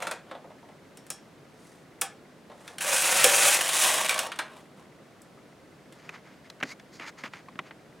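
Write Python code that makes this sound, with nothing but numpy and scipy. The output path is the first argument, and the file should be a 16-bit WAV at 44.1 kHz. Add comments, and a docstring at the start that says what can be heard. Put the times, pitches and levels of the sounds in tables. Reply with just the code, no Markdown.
"""Knitting machine in a small room

Levers click, then the carriage is pushed from left to right over the needle bed in a rush of tiny steel
impacts, clunks on the way and rattles to a stop; later fingers tap and rub a camera in the room.
Contacts are random impulses shaping coloured noise, blows are decaying noise bursts, steel rings as
decaying tones. Room noise and faint camera ticks run throughout.
"""
import sys
import numpy as np
from scipy import signal
from scipy.fft import rfft, irfft, next_fast_len
from scipy.io import wavfile
from scipy.ndimage import uniform_filter1d, map_coordinates

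SR = 44100
rng = np.random.default_rng(int(sys.argv[2]) if len(sys.argv) > 2 else 0)


def wrap_up_sound(samples):
    """Save the sound to the file named by the first command line argument, as 16-bit audio."""
    columns = np.atleast_2d(samples).T
    # keep every value between -1 and 1, then stretch to whole-number steps
    tamed = np.clip(columns, -1, 1)
    steps = np.round(tamed * 32767).astype(np.int16)
    wavfile.write(sys.argv[1], SR, steps)


N = 352800


def amp(db):
    """Decibels to gain."""
    return 10 ** (np.asarray(db) / 20)


def unit(x):
    """Scaled to rms 1."""
    return x / np.sqrt(np.mean(x ** 2) + 1e-20)


def clock():
    """Time of every sample in seconds."""
    return np.arange(N) / SR


def along(points, hz):
    """Curve through (Hz, value) points, read on a log frequency axis."""
    point_hz, value = np.transpose(points)
    return np.interp(np.log(hz + 1), np.log(point_hz), value)


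def filtered(x, response):
    """x times a response of frequency, zero-padded against wrap-around."""
    size = next_fast_len(N + SR // 2, True)
    spectrum = rfft(x, size) * response(np.fft.rfftfreq(size, 1 / SR))
    return irfft(spectrum, size)[..., :N]


def bands(colour, low_hz, high_hz):
    """Independent coloured noises for the low, middle and high band, rms 1 each."""
    def above(hz, edge_hz):
        return 1 / (1 + (edge_hz / (hz + 1)) ** 12)

    power_shares = [
        lambda hz: 1 - above(hz, low_hz),
        lambda hz: above(hz, low_hz) * (1 - above(hz, high_hz)),
        lambda hz: above(hz, high_hz)]
    noises = []
    for share in power_shares:
        response = lambda hz: amp(along(colour, hz)) * np.sqrt(share(hz))
        noises.append(unit(filtered(rng.standard_normal(N), response)))
    return np.array(noises)


def fading(t, t60_s, attack_s):
    """Quick rise times exponential decay."""
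    return amp(-60 * t / t60_s) * (1 - np.exp(-t / attack_s))


def add(track, start_s, sound):
    """Mix a sound into a track in place."""
    part = track[..., max(round(start_s * SR), 0):][..., :sound.shape[-1]]
    part += sound[..., :part.shape[-1]]


def resonate(x, peaks):
    """Each resonance in turn lifts its own band and rings on briefly."""
    for hz, width_hz, lift_db in peaks:
        b, a = signal.iirpeak(hz, hz / width_hz, SR)
        x = x + (amp(lift_db) - 1) * signal.lfilter(b, a, x)
    return x


def wobble(knots_hz):
    """Smooth random curve through knots_hz random knots a second."""
    knots = rng.standard_normal(int(N * knots_hz / SR) + 4)
    return map_coordinates(knots, [clock() * knots_hz])


def impacts(rate_hz, spread_db, life_s):
    """Envelope of rms 1: random contacts of random energy, each energy decaying over life_s."""
    hits = rng.random(N) < rate_hz / SR
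    energy = hits * amp(spread_db * rng.standard_normal(N)) ** 2 / rate_hz
    decay = np.exp(-1 / (life_s * SR))
    return unit(np.sqrt(signal.lfilter([1], [1, -decay], energy)))


def friction(strokes, colour, slip_hz):
    """Strokes that swell and die away, made of tiny random slips."""
    _, middle, treble = bands(colour, 510, 4400)
    out = np.zeros(N)
    for peak_s, db, rise_s, fall_s, treble_db in strokes:
        pressure = np.interp(clock(), [peak_s - rise_s, peak_s, peak_s + fall_s], [0, 1, 0])
        out += amp(db) * pressure * (middle + amp(treble_db) * treble)
    return out * impacts(rate_hz=slip_hz, spread_db=4, life_s=.001)


def blows(rows, noise, t60_s, attack_s, trim_db):
    """Bursts of low, middle and high noise, each band with its own rise and decay."""
    force, t = np.zeros((3, N)), np.arange(SR // 5) / SR
    shape = fading(t, np.array(t60_s)[:, None], np.array(attack_s)[:, None])
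    for start_s, db, low_db, high_db in rows:
        band_db = db + np.array([low_db, 0, high_db]) + trim_db
        add(force, start_s, amp(band_db)[:, None] * shape)
    return np.sum(force * noise, axis=0)


def clangs(rows):
    """A struck part rings in a tight cluster of modes: one decaying tone whose phase wanders."""
    out, t = np.zeros(N), np.arange(SR // 3) / SR
    for start_s, db, hz, width_hz, t60_s in rows:
        steps = rng.standard_normal(len(t))
        wander = np.cumsum(steps) * np.sqrt(2 * np.pi * width_hz / SR)
        wander = uniform_filter1d(wander, size=40)
        tone = np.sin(2 * np.pi * hz * t + wander)
        add(out, start_s, amp(db) * tone * fading(t, t60_s, .0012))
    return out


# Colour of the room noise. Each row: frequency in Hz, relative level in dB per Hz.
AIR_COLOUR = [(15, -49), (25, -25.5), (49, -21.5), (117, -8.5), (149, -2.5), (317, -5), (344, -5.5),
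              (677, -10), (818, -14.5), (1560, -17.5), (1840, -19.5), (2000, -21), (4610, -28),
              (9320, -34.5), (16000, -45)]
# Left-right correlation of the room noise. Each row: frequency in Hz, correlation [0..1].
AIR_LIKENESS = [(60, 0.82), (180, 0.91), (550, 0.84), (1650, 0.74), (4970, 0.65), (15000, 0.93)]
AIR_RMS_DB = -53


def room_noise():
    """Steady low rush: shared mid noise plus side noise sets the left-right correlation."""
    def mid_and_side(hz):
        turn_rad = np.arccos(np.clip(along(AIR_LIKENESS, hz), -1, 1)) / 2
        return amp(along(AIR_COLOUR, hz)) * [np.cos(turn_rad), np.sin(turn_rad)]

    mid, side = filtered(rng.standard_normal((2, N)), mid_and_side)
    return amp(AIR_RMS_DB) * unit(np.array([mid + side, mid - side]))


# Hand and yarn brushing and jiggling the carriage. Each row: peak time in seconds, level in dB,
# rise in seconds, fall in seconds, treble in dB re middle band.
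BRUSHES = [(.002, -40, .04, 0.13, -15), (.295, -53, 0.049, 0.059, -24), (1.69, -65.5, 0.19, 0.16, 3),
           (2.69, -53.5, 0.17, 0.15, -7), (4.8, -56, 0.057, 0.064, -11)]
# Colour of the carriage's plastic shell. Each row: frequency in Hz, relative level in dB per Hz.
SHELL_COLOUR = [(60, -29), (200, -6), (380, -2), (600, 6), (950, 1.5), (1350, -3), (2100, -7.5),
                (3000, -11), (3700, -10.5), (4600, -18), (7500, -18.5), (9000, -16), (12000, -28),
                (16000, -37)]


def brushes():
    """Hand and yarn slip over the carriage shell."""
    return friction(BRUSHES, SHELL_COLOUR, slip_hz=1200)


# The whole carriage knocking on its rail. Each row: start in seconds, level in dB before band trims,
# low band in dB re level, high band in dB re level.
KNOCKS = [(0.0226, -24, -10.5, -12), (0.0688, -22.5, -12, -13), (0.1115, -22, -11, -11),
          (0.312, -33, -2.5, -24), (0.3501, -40.5, 0.5, -28), (0.443, -52.5, 8.5, -21),
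          (0.5033, -47, 0.5, -21), (0.6275, -53.5, 6, -21), (0.6864, -49.5, 1, -18),
          (2.4976, -45, 0.5, -18), (2.516, -44.5, -2, -21), (4.3177, -24, -24, -17.5),
          (4.359, -43.5, -8, -4), (4.3885, -18.5, -17, -13)]


def knocks():
    """The carriage rocks on its rail: duller and longer than a snap."""
    noise = bands(SHELL_COLOUR, 1180, 4500)
    return blows(KNOCKS, noise, t60_s=[.11, .07, .055], attack_s=[.0012, .0008, .0004], trim_db=[1, -6, 0])


def camera_ticks():
    """The camera's mechanism ticks about fifteen times a second: gated noise around 2 kHz."""
    t = (clock() - .049) % (1 / 14.985)
    tone = filtered(rng.standard_normal(N), lambda hz: 1 / (1 + ((hz - 2020) / 230) ** 2))
    return amp(-55.5) * unit(tone) * fading(t, .05, .002)


# Levers, cams and needles snapping. Each row: start in seconds, level in dB before trims,
# body in dB re level, treble in dB re level.
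CLICKS = [(0.9716, -44, -14, -3.5), (1.066, -47.5, -9, -5.5), (1.1022, -31, -11.5, 1),
          (2.013, -34, -23, 13), (2.0163, -20, -9.5, -13), (2.6775, -31.5, -22, -15.5),
          (2.7826, -27.5, -19, -9), (3.242, -7.5, -13.5, -4.5), (4.093, -13, -39, -10.5),
          (4.1084, -25, -8.5, -3), (4.1423, -24.5, -16, -6.5), (4.178, -22, -29, -12),
          (4.1903, -17.5, -23, -6.5), (5.2178, -58.5, -11, 7.5), (5.924, -46, -14, -9)]
# Steel modes rung by each snap. Each row: frequency in Hz, relative level in dB, t60 in seconds.
STEEL_MODES = [(784, 3.5, 0.21), (1252, 0.5, 0.101), (1623, -9.5, 0.22), (1727, 0, 0.22), (3090, -30, 0.37),
               (3300, -15, 0.27), (3670, -22.5, 0.21), (5570, -10.5, 0.17), (7800, -22.5, 0.24),
               (8861, -19.5, 0.15), (9313, -33.5, 0.2), (9800, -38.5, 0.26)]
# Colour of a steel lever snapping. Each row: frequency in Hz, relative level in dB per Hz.
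LEVER_COLOUR = [(60, -37), (300, -13.5), (500, 1.5), (1000, -1.5), (1500, 3.5), (2000, 0), (3000, 3),
                (4400, -4), (6600, -0.5), (7700, 2.5), (9600, 3.5), (11500, -4), (16000, -12)]


def clicks():
    """Each snap is a short burst of chatter that leaves the steel modes ringing."""
    ring, t = np.zeros(N), np.arange(SR // 3) / SR
    mode_hz, mode_db, mode_t60_s = np.transpose(STEEL_MODES)
    modes = np.sin(2 * np.pi * mode_hz[:, None] * t) * fading(t, mode_t60_s[:, None], .0004)
    for start_s, db, body_db, treble_db in CLICKS:
        tilt_db = np.interp(np.log(mode_hz), np.log([700, 2500, 8000]), [body_db, -7, treble_db + 7])
        scatter_db = rng.normal(0, 2, len(mode_hz))
        add(ring, start_s, amp(db + tilt_db + mode_db - 11 + scatter_db) @ modes)
    noise = bands(LEVER_COLOUR, 1300, 5500)
    chatter = blows(CLICKS, noise, t60_s=[.08, .05, .032], attack_s=[.001, .0004, .0002], trim_db=[1, -5, 3])
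    return ring + chatter


# Hard blows that make one part ring out. Each row: start in seconds, level in dB, frequency in Hz,
# line width in Hz, t60 in seconds.
CLANGS = [(.972, -57, 5500, 400, .18), (1.102, -40, 5500, 420, .17), (2.013, -27, 7770, 280, 0.045),
          (3.243, -13.5, 509.5, 7.3, 0.099), (4.094, -18, 2240, 220, 0.085), (4.39, -25, 1590, 150, .1),
          (4.39, -24, 1054, 95, 0.06), (5.375, -46, 1180, 66, .05)]


def machine_clangs():
    """Struck machine parts ring as narrow clusters of modes."""
    return clangs(CLANGS)


# The sliding carriage, levels before trims and swells. Each row: time in seconds, body in dB,
# needle clatter in dB, latch hiss in dB.
TRAVEL = [(2.79, -75, -68, -72.5), (2.809, -40, -34, -35), (2.841, -36.5, -33.5, -34.5),
          (2.88, -34, -29.5, -28.5), (2.93, -33.5, -27, -26.5), (2.999, -36.5, -26.5, -27),
          (3.05, -35.5, -27, -27.5), (3.12, -31, -25.5, -24.5), (3.21, -32.5, -23, -23.5),
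          (3.32, -33, -24, -22), (3.42, -31, -23, -22), (3.52, -30, -20.5, -19.5), (3.58, -33.5, -28, -27),
          (3.63, -40.5, -33.5, -34), (3.72, -40.5, -35.5, -31), (3.83, -32, -27, -21.5),
          (3.92, -35, -30, -27.5), (4.0, -38, -37.5, -35), (4.07, -45, -37, -38.5),
          (4.16, -36.5, -37.5, -41), (4.22, -40, -41, -42), (4.27, -40, -44.5, -45), (4.305, -53, -64, -75),
          (4.37, -67, -60, -73), (4.49, -58, -60, -67.5), (4.58, -54.5, -59, -63.5), (4.7, -76, -78.5, -82)]
# The cams catch a group of needles. Each row: start in seconds, swell in dB before its rise and decay.
CATCHES = [(2.806, 2.5), (2.928, 1.5), (3.42, 2), (3.49, -4.5), (3.607, 6), (3.646, 4.5), (3.69, 7.5),
           (3.732, 3.5), (3.767, -0.5), (3.797, -3), (3.838, 2), (3.94, 5.5), (3.978, 6.5), (4.01, 5),
           (4.045, 7)]
# Colour of steel sliding on steel. Each row: frequency in Hz, relative level in dB per Hz.
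METAL_COLOUR = [(40, -50), (130, -7.5), (250, -12.5), (350, -4.5), (430, -6), (510, 0.5), (1500, 1.5),
                (3000, 1), (4700, -4.5), (7200, -2), (10000, -1.5), (12000, -10.5), (16000, -16.5)]


def slide():
    """Needle butts strike the cams and latches flick; contacts thin out as the hiss level falls."""
    time_s, *columns = np.transpose(TRAVEL)
    level_db = np.array([np.interp(clock(), time_s, col, left=-120, right=-120) for col in columns])
    swell_db, t = np.zeros(N), np.arange(SR // 8) / SR
    for start_s, db in CATCHES:
        add(swell_db, start_s, db * fading(t, 0.17, .001))
    hiss_db = level_db[2]
    speed = amp(np.clip(hiss_db - hiss_db.max(), -25, 0))
    clatter = impacts(rate_hz=3400 * speed + 150, spread_db=0.5, life_s=0.0016)
    # the balance of the three bands wavers
    trim_db = np.array([[-4.5], [-5.0], [-1.8]]) + 1.2 * np.array([wobble(70) for _ in range(3)])
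    gain = amp(level_db + swell_db + trim_db)
    return clatter * np.sum(gain * bands(METAL_COLOUR, 1200, 5000), axis=0)


# Bed resonances with the carriage on the left half.
# Each row: frequency in Hz, width in Hz, lift in dB.
BED_LEFT = [(561, 57, 9), (784, 33, 6.5), (950, 53, 4), (1178, 109, 1), (1500, 180, 3), (1843, 190, 1.5),
            (2410, 54, 1), (2550, 198, 5.5), (2920, 278, -0.5), (3400, 290, 2), (3940, 99, 1.5)]
# Bed resonances with the carriage on the right half.
# Each row: frequency in Hz, width in Hz, lift in dB.
BED_RIGHT = [(630, 29, 11.2), (760, 61, 4), (935, 83, 5.2), (1127, 73, 8.5), (1300, 38, 1), (1578, 52, 4.4),
             (1893, 240, 6), (2310, 136, 3.4), (2560, 100, 4.8), (2900, 181, 4.3), (3262, 120, 3),
             (3680, 590, 6.6)]


def bed(x):
    """The bed's resonances crossfade as the carriage crosses its middle."""
    right = np.clip((clock() - 3.55) / .2, 0, 1)
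    return (1 - right) * resonate(x, BED_LEFT) + right * resonate(x, BED_RIGHT)


# Fingers sliding on the camera. Each row: peak time in seconds, level in dB before the rub trim,
# rise in seconds, fall in seconds, treble in dB re middle band.
RUBS = [(6.05, -55.5, 0.16, 0.15, -10), (6.145, -45.5, .03, .06, -16.5), (6.27, -55, .05, .13, -15),
        (6.46, -53.5, .03, .03, -12), (6.724, -46, 0.1, 0.017, -2.5), (6.95, -55.5, 0.037, 0.054, 1),
        (7.02, -40, 0.033, 0.072, -16.5), (7.087, -38, 0.033, 0.021, -8.5), (7.19, -45.5, .02, 0.054, -9),
        (7.245, -37, .013, .05, -14), (7.345, -46, .025, 0.085, -13), (7.68, -50.5, .06, 0.024, -14.5)]
# Colour of the camera's plastic case. Each row: frequency in Hz, relative level in dB per Hz.
CASE_COLOUR = [(40, -25), (120, -4), (260, 8), (480, -2.5), (1000, 3.5), (2100, 5.5), (3400, -6),
               (4400, -12.5), (6800, -20.5), (9000, -27), (16000, -41)]
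# Hollows of the case excited by rubbing. Each row: frequency in Hz, width in Hz, lift in dB.
HOLLOWS = [(1300, 350, 1), (2200, 450, 1.5), (4750, 700, 4.5), (6630, 600, 5.5)]


def rubs():
    """Finger slips on the camera's case excite its hollows."""
    slips = friction(RUBS, CASE_COLOUR, slip_hz=4000)
    return amp(-2.0) * resonate(slips, HOLLOWS)


# Fingers tapping the camera. Each row: start in seconds, level in dB before band trims,
# thump in dB re level, treble in dB re level.
TAPS = [(6.092, -27, -18, -17), (6.5, -38.5, -22, -2.5), (6.602, -34.5, -20, -17), (6.609, -30.5, -23, -26),
        (6.627, -16.5, -11, -24), (6.633, -23, -10, -12.5), (6.653, -37, -10, -24), (6.797, -38, -10, -11),
        (6.997, -27.5, -10, -20), (7.237, -23.5, -12.5, -21), (7.335, -29, -24, -20),
        (7.486, -39, -19, -21), (7.555, -40, 0, -24), (7.59, -19, -14.5, -26), (7.709, -31, -15.5, -34)]
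# Pitched rings of the tapped case. Each row: start in seconds, level in dB, frequency in Hz,
# line width in Hz, t60 in seconds.
CASE_RINGS = [(6.091, -28, 2600, 150, .025), (6.627, -24, 2080, 310, .04), (6.632, -26, 300, 30, .05),
              (7.484, -34.5, 1064, 100, .04), (7.59, -41.5, 197, 13, 0.15),
              (7.591, -25.5, 1040, 340, 0.037)]


def taps():
    """Dry knocks through the case, the thump outlasting the tick; some taps ring the case."""
    noise = bands(CASE_COLOUR, 550, 4040)
    knock = blows(TAPS, noise, t60_s=[.07, .03, .022], attack_s=[.002, .0007, .0003], trim_db=[-2, -3.3, 2.5])
    return knock + clangs(CASE_RINGS)


def squeak():
    """One finger squeaks faintly on the plastic: a jittery tone rising in pitch."""
    jitter = unit(uniform_filter1d(rng.standard_normal(N), size=60))
    hz = np.interp(clock(), [6.695, 6.73], [1980, 2230]) * (1 + 0.025 * jitter)
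    swell = np.interp(clock(), [6.69, 6.718, 6.742], [0, 1, 0])
    return amp(-41) * swell * np.sin(2 * np.pi * np.cumsum(hz) / SR)


# Decay of the room. Each row: frequency in Hz, t60 in seconds.
ROOM_DECAY = [(200, 0.34), (800, 0.31), (2500, 0.28), (6000, 0.23), (14000, 0.11)]
# Stereo width of the room's answer. Each row: frequency in Hz, side in dB re mid.
ROOM_WIDTH = [(200, -21), (1000, -34), (2500, -44.5), (4800, -9.5), (7000, -17), (14000, -18)]


def room(x):
    """Short diffuse reverberation: decaying noise tails, a fresh one every quarter second."""
    out, step = np.zeros((2, N)), SR // 4
    for start in range(0, N, step):
        hz, t, cells = signal.stft(rng.standard_normal((2, SR // 3)), SR, nperseg=256)
        decay = amp(-60 * t / along(ROOM_DECAY, hz)[:, None])
        tail = signal.istft(cells * decay, SR, nperseg=256)[1]
        tail = tail / np.linalg.norm(tail[0])
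        answer = signal.fftconvolve(x[None, start:start + step], tail, axes=1)
        add(out, start / SR + .004, answer)
    mid = out[0]
    side = filtered(out[1], lambda hz: amp(along(ROOM_WIDTH, hz)))
    return np.array([mid + side, mid - side])


def scene():
    """The machine with its room reverberation, dry handling of the camera, and room noise."""
    machine = brushes() + knocks() + clicks() + machine_clangs() + bed(slide())
    handling = camera_ticks() + rubs() + taps() + squeak()
    # high-pass at 125 Hz keeps the short bursts free of deep bass
    no_bass = signal.butter(2, 125, "high", fs=SR, output="sos")
    sources = machine + amp(-7.5) * room(machine) + handling
    return signal.sosfilt(no_bass, sources) + room_noise()


TOP_HZ = 16100


def record(dry):
    """Band limit: gain falls to zero over the last 200 Hz below TOP_HZ."""
    return filtered(dry, lambda hz: np.clip((TOP_HZ - hz) / 200, 0, 1))


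dry = scene()
out = record(dry)
wrap_up_sound(out)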